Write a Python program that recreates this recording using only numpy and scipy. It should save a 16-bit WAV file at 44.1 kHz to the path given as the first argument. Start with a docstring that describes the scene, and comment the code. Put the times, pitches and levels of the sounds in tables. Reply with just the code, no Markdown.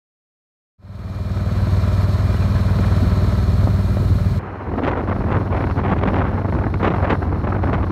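"""On an open road, a V-twin motorcycle cruises along, heard from the saddle; the sound fades in.
The exhaust throb is a stack of steady tones tied to the engine speed, and so are the thin gear whines.
Tyre rush, engine hiss and headwind rumble are coloured noise; small knocks are dying tones.
Then the microphone swings to the side: the sound turns duller at once, the level dips and climbs back,
and wind buffets it in ragged gusts made of noise, tiny random pops and sharp dips of pressure."""
import sys
import numpy as np
from scipy import signal
from scipy.fft import rfft, irfft, next_fast_len
from scipy.io import wavfile
from scipy.ndimage import uniform_filter1d, minimum_filter1d

SR = 44100
rng = np.random.default_rng(int(sys.argv[2]) if len(sys.argv) > 2 else 0)


def to_wav(s):
    """Save 16-bit WAV."""
    ch = np.atleast_2d(s).T  # columns
    pcm = np.round(np.clip(ch, -1, 1) * 32767)  # PCM
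    wavfile.write(sys.argv[1], SR, pcm.astype(np.int16))


N = 349124
TIME = np.arange(N) / SR
TURN_S = 4.392    # the microphone swings to the side

# Engine speed, a slight surge and then easing off.
# Each row: time in seconds, four-stroke cycles per second.
SPEED = [(1.7, 19.28), (3.3, 19.352), (4.6, 19.28), (6.3, 19.19), (7.45, 19.0), (7.92, 19.12)]


def from_db(db):
    """Turn decibels into a gain."""
    return 10 ** (np.asarray(db) / 20)


def rms_one(x):
    """Scale a signal so that its rms (its average strength) is 1."""
    return x / np.sqrt(np.mean(x ** 2) + 1e-20)


def in_time(rows):
    """Draw straight lines between the rows of a curve: one value per sample for each column after the time."""
    seconds, *columns = np.transpose(rows)
    return [np.interp(TIME, seconds, column) for column in columns]


def ramp(start_s, length_s):
    """Climb in a straight line from 0 to 1."""
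    return np.clip((TIME - start_s) / length_s, 0, 1)


def turn_to_side():
    """Swing from 0 (facing forward) to 1 (facing sideways) in a hundredth of a second."""
    return np.clip((TIME - TURN_S) / .01 + .5, 0, 1)


def colour(x, spectrum):
    """Filter a signal by a spectrum, then scale it to unit rms."""
    size = next_fast_len(N)
    hz, db = np.transpose(spectrum)
    bins_hz = np.maximum(np.arange(size // 2 + 1) * SR / size, 1)
    gain = from_db(np.interp(np.log(bins_hz), np.log(hz), db))
    filtered = irfft(rfft(x, size) * gain, size)
    return rms_one(filtered[:N])


def noise(spectrum):
    """Make smooth noise of a given colour."""
    return colour(rng.standard_normal(N), spectrum)


def drift(rate_hz):
    """Wander at random, faster for a higher rate, with unit rms."""
    r = np.exp(-2 * np.pi * rate_hz / SR)
    # the first second is thrown away while the filter settles
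    wander = signal.lfilter([1], [1, -2 * r, r * r], rng.standard_normal(N + SR))
    return rms_one(wander[SR:])


def swell(start_s, length_s, rise_s, fall_s):
    """Shape one push of air: it rises, holds for its length and dies away."""
    age = TIME - start_s
    rise = np.clip(age / rise_s + .5, 0, 1)
    fall = np.exp(-np.clip((age - length_s) / fall_s, 0, 20))
    return rise * fall


def bell(centre_s, half_s):
    """Make a smooth hump of height 1."""
    return np.exp(-np.minimum(((TIME - centre_s) / half_s) ** 2 / 2, 20))


def exhaust(cycle, uneven_db=0.5, flutter=0.13):
    """Two unevenly spaced firings and the ringing pipes time the harmonics, so the throb swells and dies."""
    # Exhaust note. Each row: multiple of the cycle rate, rms level in dB before the changes below.
    harmonics = [(2, -39), (3, -25), (4, -24), (5, -19), (6, -28), (7, -30), (8, -34.5), (9, -34),
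                 (10, -30), (11, -42), (12, -38), (14, -49), (15, -50), (16, -47), (19, -42.5), (20, -44),
                 (21, -45)]
    # Resonances of pipe and silencer. Each row: pitch in Hz, width in Hz.
    resonances = [(103, 26), (111, 16)]
    # Changing level of the upper harmonics. Each row: time in seconds, change in dB.
    upper_curve = [(2.6, -5), (3.05, 0.5), (4.39, -0.5)]
    upper_from_order = 14
    firing_gap = 315 / 720    # delay of the rear cylinder, as a share of a cycle
    rear_share = .25          # strength of the rear cylinder against the front
    upper_db, = in_time(upper_curve)
    out = np.zeros(N)
    for order, db in harmonics:
        hz = order * SPEED[0][1]
        response = 1 + rear_share * np.exp(-2j * np.pi * order * firing_gap)
        for pipe_hz, width_hz in resonances:
            response = response / (1 + 1j * (hz ** 2 - pipe_hz ** 2) / (hz * width_hz))
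        # only the timing (phase) comes from the response; the table sets the level
        phase = 2 * np.pi * order * cycle + np.angle(response)
        waver = 1 + flutter * order / 10 * drift(5.7)    # moving air disturbs the high orders most
        level_db = db + upper_db * (order >= upper_from_order)
        out += from_db(level_db) * waver * np.sqrt(2) * np.cos(phase)
    return out * from_db(uneven_db * drift(24))    # no two burns are alike


def road(cycle, throb_db=-0.5, patchy_db=1.3):
    """Tyres and passing air rush as coloured noise, swelling a little with each engine cycle."""
    # Colour of the rush. Each row: frequency in Hz, level in dB per Hz.
    rush_spectrum = [(40, -27), (150, -11.5), (260, -14), (330, -17.5), (470, -20.5), (620, -17),
                     (830, -26), (1050, -20.5), (1350, -23.5), (2000, -30.5), (2430, -34), (2620, -41.5),
                     (15000, -72)]
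    return noise(rush_spectrum) * from_db(throb_db * np.sin(2 * np.pi * cycle) + patchy_db * drift(50))


def engine_chatter(cycle):
    """The engine hiss pulses once per cycle, and wavers at random."""
    hiss_peak = .04    # where in the cycle the hiss is strongest, as a share of a cycle
    pulse = np.cos(2 * np.pi * (cycle - hiss_peak))
    return from_db(1.0 * drift(60) + 0.83 * pulse)


def engine_hiss(chatter, hiss_db=-45):
    """The engine hisses as bright noise that pulses with its chatter."""
    # Colour of the hiss. Each row: frequency in Hz, level in dB per Hz.
    hiss_spectrum = [(1200, 4.5), (2150, -17), (2400, -6), (2650, -3.5), (3500, 1), (4000, 4.5),
                     (4300, 4.5), (4620, 0.5), (4900, -7.5), (5230, -1), (5900, -8), (6380, -9.5),
                     (6550, -2.5), (6720, -11), (8000, -9.5), (8800, -13), (9400, -11), (10500, -21),
                     (11200, -11.5), (12000, -11), (13500, -19), (15700, -20)]
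    return from_db(hiss_db) * chatter * noise(hiss_spectrum)


def whines(cycle, waver_db=2.5, smear=1.0):
    """Meshing teeth sing at fixed multiples of the engine speed; backlash smears the high ones most."""
    # Gear, chain and valve-train whines. Each row: multiple of the cycle rate, rms level in dB before waver.
    steady_tones = [(23, -54), (26, -52), (28, -53), (30, -51), (32, -52), (33, -50), (34, -47.5),
                    (37, -54), (38, -53), (48, -57), (52, -53), (55, -55), (66, -54), (68, -50.5),
                    (155.7, -68), (192.5, -65), (205.9, -62), (217.3, -59.5), (222.6, -62.5), (267.9, -68),
                    (313.3, -74), (339, -69), (369.7, -76)]
    # The clearest gear whine as the load eases. Each row: time in seconds, rms level in dB before waver.
    gear_curve = [(1.4, -54.5), (2.0, -54), (2.7, -56), (3.3, -58), (3.8, -56), (4.39, -53.5)]
    # A humming overtone of the engine. 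Each row: time in seconds, rms level in dB before waver.
    hum_curve = [(1.5, -47), (2.05, -42.5), (2.6, -50), (3.2, -42), (3.8, -42.5), (4.39, -45)]
    gear_order, hum_order = 124.2, 31    # multiples of the cycle rate
    changing_tones = [(gear_order, in_time(gear_curve)[0]), (hum_order, in_time(hum_curve)[0])]
    out = np.zeros(N)
    for order, db in list(steady_tones) + changing_tones:
        phase = 2 * np.pi * order * cycle + smear * order / 200 * drift(14)
        out += from_db(db + waver_db * drift(11.0)) * np.sqrt(2) * np.sin(phase)
    return out


def headwind():
    """Air from ahead rumbles low on the microphone, at a level that follows a curve."""
    # Colour of the rumble. Each row: frequency in Hz, level in dB per Hz.
    headwind_spectrum = [(24, -57), (40, 1), (90, 6), (130, 0.5), (180, -1), (260, -12), (500, -51)]
    # Each row: time in seconds, rms level in dB.
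    headwind_curve = [(1.5, -28.5), (2.6, -28), (3.0, -25), (3.4, -26), (3.65, -23.5), (4.1, -21.5),
                      (4.39, -24.5)]
    return from_db(in_time(headwind_curve)[0]) * noise(headwind_spectrum)


def pings():
    """Small knocks and metallic pings on the bike are each one dying tone."""
    # Each row: start in seconds, pitch in Hz, starting level in dB, time to fall by 60 dB in seconds.
    knocks = [(2.365, 2920, -41, .11), (2.41, 2640, -43, .11), (2.424, 2430, -38, .11),
              (2.555, 1680, -31.5, .11), (2.79, 420, -20.5, .05), (3.017, 231, -15, .12),
              (3.968, 596, -22, .05)]
    out = np.zeros(N)
    for start_s, hz, db, t60_s in knocks:
        age = np.maximum(TIME - start_s, 0)
        level_db = db - 60 * np.minimum(age / t60_s, 3)
        out += from_db(level_db) * np.sin(2 * np.pi * hz * age)
    return out


def bumps(rise_s=0.00065, fall_s=0.0011):
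    """Stray eddies reach the port facing forward: filtered noise bursts knock, thud and flutter."""
    # Each row: start in seconds, length in seconds, level in dB, top edge in Hz.
    stray_eddies = [(2.787, 0.0047, -31, 2090), (2.794, 0.0052, -21, 430), (2.835, 0.014, -27, 1580),
                    (2.867, 0.087, -38, 1700), (3.017, 0.03, -22, 297), (3.242, 0.01, -27, 450),
                    (3.627, 0.005, -25, 790), (3.668, 0.019, -33, 1380), (3.671, 0.013, -24, 420),
                    (3.967, 0.005, -26, 1260), (4.006, 0.025, -28, 420), (4.092, 0.016, -29, 340)]
    low_hz = 156    # lower edge of every bump
    out = np.zeros(N)
    for start_s, length_s, db, top_hz in stray_eddies:
        band = signal.butter(2, [low_hz, max(top_hz, 1.5 * low_hz)], "band", fs=SR, output="sos")
        top = signal.butter(2, top_hz, fs=SR, output="sos")
        push = rng.standard_normal(N) * swell(start_s, length_s, rise_s, fall_s)
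        burst = signal.sosfilt(np.vstack([band, top]), push)
        # scale the energy to that of a burst with unit rms over its length
        out += from_db(db) * burst * np.sqrt(length_s * SR / np.sum(burst ** 2))
    return out


def vortices(port_hz=90):
    """The core of a tight vortex sucks briefly at the port: one sharp dip of pressure, heard as a snap."""
    # Each row: time in seconds, depth in dB before the low cut, half width in seconds.
    cores = [(2.7877, -16, 0.00022), (2.796, -7, 0.00076), (2.8402, -24, 0.00021), (3.018, -20, 0.00095),
             (3.0343, -17, 0.00062), (3.6741, -2, 0.00029), (3.9708, -12, 0.0003), (3.974, -20, 0.00037),
             (4.8043, -7, 0.00048), (4.838, -13, 0.00025), (4.8847, -6, .0004), (5.0777, -10, 0.00025),
             (5.1187, -12, 0.00025), (5.3233, -6, .0003), (5.3643, -11, 0.00051), (5.78, -11, 0.0006),
             (5.8647, -12, 0.00013), (5.934, -5, 0.00088), (6.0837, -11, 0.00017), (6.2621, -12, .0003),
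             (6.7448, -10, 0.00026), (6.8323, -9, 0.00045), (6.856, -10, 0.00031), (7.1036, -9, 0.00024),
             (7.1283, -6, 0.00018), (7.7472, -13, 0.00026)]
    dips = -sum(from_db(db) * bell(centre_s, half_s) for centre_s, db, half_s in cores)
    low_cut = signal.butter(1, port_hz, "high", fs=SR, output="sos")
    return signal.sosfilt(low_cut, dips)


def side_rush(eddies, windy, lee_db=-30.0, lee_windy_db=-3.5, lee_eddy_db=2.5):
    """Air at the side rushes smoothly as coloured noise, giving way to buffeting as the wind builds."""
    # Colour of the air. Each row: frequency in Hz, level in dB per Hz.
    side_spectrum = [(24, -29), (45, 6.5), (350, 4), (600, 1), (1200, -1.5), (2000, -12.5), (3000, -24.5),
                     (5000, -58), (12000, -74)]
    return from_db(lee_db + lee_windy_db * windy + lee_eddy_db * eddies) * noise(side_spectrum)


def dull_hiss(chatter, dip_db, faint_db=-58, faint_dip=0.65):
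    """The engine hiss stays faintly audible at the side, following part of the dip after the turn."""
    # Colour of the faint hiss. Each row: frequency in Hz, level in dB per Hz.
    faint_spectrum = [(2000, -6), (4200, 8.5), (4550, 4.5), (4880, -2), (5200, 4), (6200, -6), (6550, -5),
                      (6800, -9), (8600, -15), (9450, -6), (10400, -12.5), (11250, -7.5), (11700, -12),
                      (12200, -7), (13500, -24), (15500, -18)]
    level_db = faint_db + faint_dip * dip_db + 1.4 * drift(8.7)
    return from_db(level_db) * chatter * noise(faint_spectrum)


def sputter(per_s=1800, smooth_share=0.55):
    """Tiny eddies burst on the port as random pops, over a smoother flow of noise."""
    pops = (rng.random(N) < per_s / SR) * rng.choice([-1, 1], N)
    return rms_one(pops) + smooth_share * rng.standard_normal(N)


def gusts(strength_db=-9.0, breeze_db=-28):
    """Gusts add their power to a steady breeze; the result is the wind strength in dB."""
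    # Each row: start in seconds, length in seconds, level in dB before the overall strength is added.
    gust_list = [(4.767, 0.26, -23), (5.075, 0.1, -30), (5.27, 0.048, -17.5), (5.504, 0.14, -15.5),
                 (5.762, 0.032, -19), (5.827, 0.41, -18.5), (6.578, 0.089, -28), (6.818, 0.21, -16.5),
                 (6.98, 0.1, -16.5), (7.443, 0.11, -28), (7.642, 0.14, -18), (7.81, 0.019, -21)]
    rise_s, fall_s = 0.05, 0.015
    power = from_db(breeze_db) ** 2
    for start_s, length_s, db in gust_list:
        power = power + (from_db(db + strength_db) * swell(start_s, length_s, rise_s, fall_s)) ** 2
    return 10 * np.log10(power)


def wind(eddies, rumble_db=-24.5, roar_db=-4.0, eddy_db=4.5, crowding=0.016, tear_db=-35.5, tear_from_db=-18):
    """Eddies cross the microphone port: a lumpy rumble, a ragged roar, and a tearing edge in hard gusts."""
    # Colours of rumble, roar and tearing edge. 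Each row: frequency in Hz, level in dB per Hz.
    rumble_spectrum = [(24, -45), (40, -0.5), (80, 4.5), (170, -3), (300, -3.5), (500, -17), (900, -29),
                       (2000, -71)]
    roar_spectrum = [(60, -25), (200, 12.5), (400, 8), (700, 7.5), (1050, 4), (1500, -3.5), (2100, -15),
                     (3000, -32), (4500, -65), (7000, -68), (14000, -80)]
    tear_spectrum = [(500, -9), (2200, 14), (3500, 0), (5000, -18.5), (7000, -28), (10000, -50),
                     (15000, -61)]
    gust_db = gusts()
    excess_db = gust_db - np.median(gust_db[TIME > TURN_S])
    rumble = from_db(rumble_db + 0.27 * excess_db + 1.9 * drift(19.5)) * noise(rumble_spectrum)
    grains = sputter()
    ragged_db = eddy_db * (1 - crowding * excess_db)    # in strong gusts the eddies crowd together
    flow = from_db(gust_db + roar_db + ragged_db * eddies)
    # hard eddies steepen into sharp edges, so the treble grows faster than the roar, up to a limit
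    edge = from_db(tear_db) * 2 * np.tanh((flow / from_db(tear_from_db)) ** 2 / 2)
    return rumble + flow * colour(grains, roar_spectrum) + edge * colour(grains, tear_spectrum)


def slaps(slap_db=-0.65, slap_edge_db=2.5, crackle_db=3.0):
    """Each buffet of side wind strikes abruptly, holds and is gone: quick cracks, roaring and tearing."""
    # Each row: start in seconds, length in seconds, roar in dB, tearing edge in dB (both before the trims).
    buffets = [(4.777, 0.018, -21.5, -50), (4.824, 0.0032, -20, -42), (4.833, 0.03, -22.5, -41.5),
               (4.867, 0.031, -19.5, -38), (4.91, 0.017, -26, -47), (4.929, 0.011, -20, -48),
               (4.97, 0.031, -23, -49), (5.075, 0.025, -21.5, -49), (5.11, 0.021, -20.5, -50),
               (5.159, 0.01, -26.5, -53), (5.303, 0.0093, -22, -55), (5.314, 0.015, -23, -41.5),
               (5.339, 0.04, -22, -50), (5.472, 0.0063, -26, -51), (5.516, 0.0066, -24.5, -48),
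               (5.546, 0.0088, -25, -55.5), (5.565, 0.017, -21.5, -44), (5.622, 0.026, -23.5, -49),
               (5.669, 0.014, -25.5, -53), (5.692, 0.0089, -22, -49), (5.71, 0.0056, -22.5, -42.5),
               (5.776, 0.026, -25.5, -46), (5.834, 0.034, -22, -45), (5.88, 0.025, -21.5, -43),
               (5.912, 0.025, -17.5, -40.5), (5.96, 0.0087, -22, -54), (5.98, 0.014, -37, -40.5),
               (6.011, 0.0046, -25, -48), (6.033, 0.0077, -17.5, -42), (6.054, 0.011, -22, -48),
               (6.074, 0.016, -18, -34.5), (6.131, 0.015, -19.5, -42.5), (6.155, 0.042, -23.5, -45.5),
               (6.203, 0.023, -21.5, -46.5), (6.251, 0.023, -22.5, -51), (6.28, 0.017, -23.5, -51),
               (6.377, 0.0048, -27, -59), (6.445, 0.0066, -26, -63), (6.523, 0.0069, -23, -56),
               (6.548, 0.0041, -25, -57), (6.586, 0.0066, -21.5, -55), (6.638, 0.0087, -21, -54),
               (6.665, 0.0049, -18, -56), (6.74, 0.004, -22, -40), (6.797, 0.012, -25.5, -55),
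               (6.83, 0.029, -15, -34.5), (6.86, 0.028, -20, -39), (6.903, 0.022, -21, -47),
               (6.938, 0.01, -18, -44), (6.961, 0.0063, -20, -46), (7.024, 0.008, -24, -50),
               (7.045, 0.012, -19, -41), (7.092, .012, -23, -43), (7.097, 0.024, -17, -34),
               (7.122, 0.011, -12, -37), (7.135, 0.02, -23, -49), (7.218, 0.014, -24.5, -67),
               (7.439, 0.013, -21.5, -49), (7.469, 0.007, -21.5, -47), (7.52, 0.01, -21, -64),
               (7.632, 0.013, -20, -46.5), (7.662, 0.012, -23, -53), (7.687, 0.016, -23, -59),
               (7.729, 0.025, -19, -38), (7.83, 0.014, -23, -47.5)]
    # Colours of roar and tearing edge. Each row: frequency in Hz, level in dB per Hz.
    slap_roar_spectrum = [(60, -9.5), (200, 12), (400, 8.5), (700, 6), (1050, 4.5), (1500, -1.5),
                          (2100, -11.5), (3000, -35), (4500, -69)]
    slap_tear_spectrum = [(500, -8.5), (2200, 10), (3500, 0.5), (5000, -15.5), (7000, -24), (10000, -41),
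                          (15000, -58)]
    rise_s, fall_s = .0012, .0022
    roar, edge = np.zeros(N), np.zeros(N)
    for start_s, length_s, roar_db, edge_db in buffets:
        push = swell(start_s, length_s, rise_s, fall_s)
        roar = np.maximum(roar, from_db(roar_db) * push)
        edge = np.maximum(edge, from_db(edge_db) * push)
    cracks = sputter(per_s=1000, smooth_share=0.4)
    crackle = from_db(crackle_db * np.minimum(drift(170), 2))
    low = from_db(slap_db) * roar * np.sqrt(crackle) * colour(cracks, slap_roar_spectrum)
    high = from_db(slap_edge_db) * edge * crackle * colour(cracks, slap_tear_spectrum)
    return low + high


def lulls():
    """The side wind lets go of the port for a moment; this is its gain."""
    # Each row: time in seconds, half width in seconds, change in dB.
    lull_list = [(4.812, 0.0045, -9), (4.946, 0.0048, -5), (5.068, 0.0075, -4.5), (5.146, 0.0097, -6.5),
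                 (5.297, 0.0036, -3), (5.394, 0.0066, -3), (5.508, .004, 0), (5.663, 0.0036, -4),
                 (5.745, 0.0093, -2.5), (5.828, .005, -6), (5.95, 0.0062, -4), (6.004, 0.0035, -6),
                 (6.055, .004, -3), (6.435, 0.0091, -8), (6.515, 0.0066, -12), (6.735, 0.0042, -3),
                 (6.785, 0.012, -4.5), (6.825, .004, -1), (6.933, 0.0026, -6), (7.175, .014, -6),
                 (7.214, 0.0025, -0.5), (7.43, 0.0041, -5), (7.775, 0.0037, -5), (7.858, .005, -8)]
    return from_db(sum(db * bell(centre_s, half_s) for centre_s, half_s, db in lull_list))


def scene(road_db=-32.5, whine_db=-1.5, whine_drop_db=-14, side_exhaust_db=-7):
    """Mix the bike: bright and deep facing forward, dull and wind-blown facing sideways."""
    # How strongly the bike reaches the forward-facing microphone.
    # Each row: time in seconds, exhaust in dB (only half of it is used), road and engine noise in dB.
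    bike_curve = [(1.8, 0.5, 1.7), (2.9, -0.3, 2.3), (3.25, 2.5, 2.5), (3.75, 1.5, -0.1),
                  (4.39, -2.5, -1.5)]
    first_firing = .24    # when the front cylinder first fires, as a share of a cycle
    cycle = np.cumsum(in_time(SPEED)[0]) / SR - first_firing
    exhaust_db, noise_db = in_time(bike_curve)
    turned = turn_to_side()
    dip_db = -13 * (1 - ramp(TURN_S, 0.8))    # just after the turn the level dips and climbs back
    windy = ramp(4.58, 0.12)                  # the wind builds up on the port
    lull = lulls()
    eddies = np.clip(0.81 * drift(45) + 0.6 * drift(180), -2.4, 1.5)    # large and small eddies together
    chatter = engine_chatter(cycle)

    # half of the exhaust curve is added ahead; at the side half of its last value is taken off
    throb_db = (0.5 - turned) * exhaust_db + turned * (side_exhaust_db + dip_db)
    throb = from_db(throb_db) * exhaust(cycle)
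    gears = from_db(noise_db + whine_db + whine_drop_db * turned) * whines(cycle)
    bike_noise = from_db(road_db) * road(cycle) + engine_hiss(chatter)
    forward = from_db(noise_db) * bike_noise + headwind()
    sideways = lull * side_rush(eddies, windy) + dull_hiss(chatter, dip_db)
    air = bumps() + vortices() + windy * lull * wind(eddies) + slaps()
    mix = throb + gears + pings() + (1 - turned) * forward + turned * sideways + air
    return mix[None]    # one channel


def record(dry):
    """A limiter holds down the loudest peaks; then come the fade-in and the top cut."""
    ceiling, cutoff_hz = .56, 15600
    needed = np.minimum(1, ceiling / (np.abs(dry) + 1e-9))
    gain = uniform_filter1d(minimum_filter1d(needed, size=301), size=301)
    faded = dry * gain * ramp(0.78, 0.96)    # silent until 0.78 s, then a straight climb of 0.96 s
    top_cut = signal.ellip(12, .1, 90, cutoff_hz, fs=SR, output="sos")
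    return signal.sosfilt(top_cut, faded)


dry = scene()
out = record(dry)
to_wav(out)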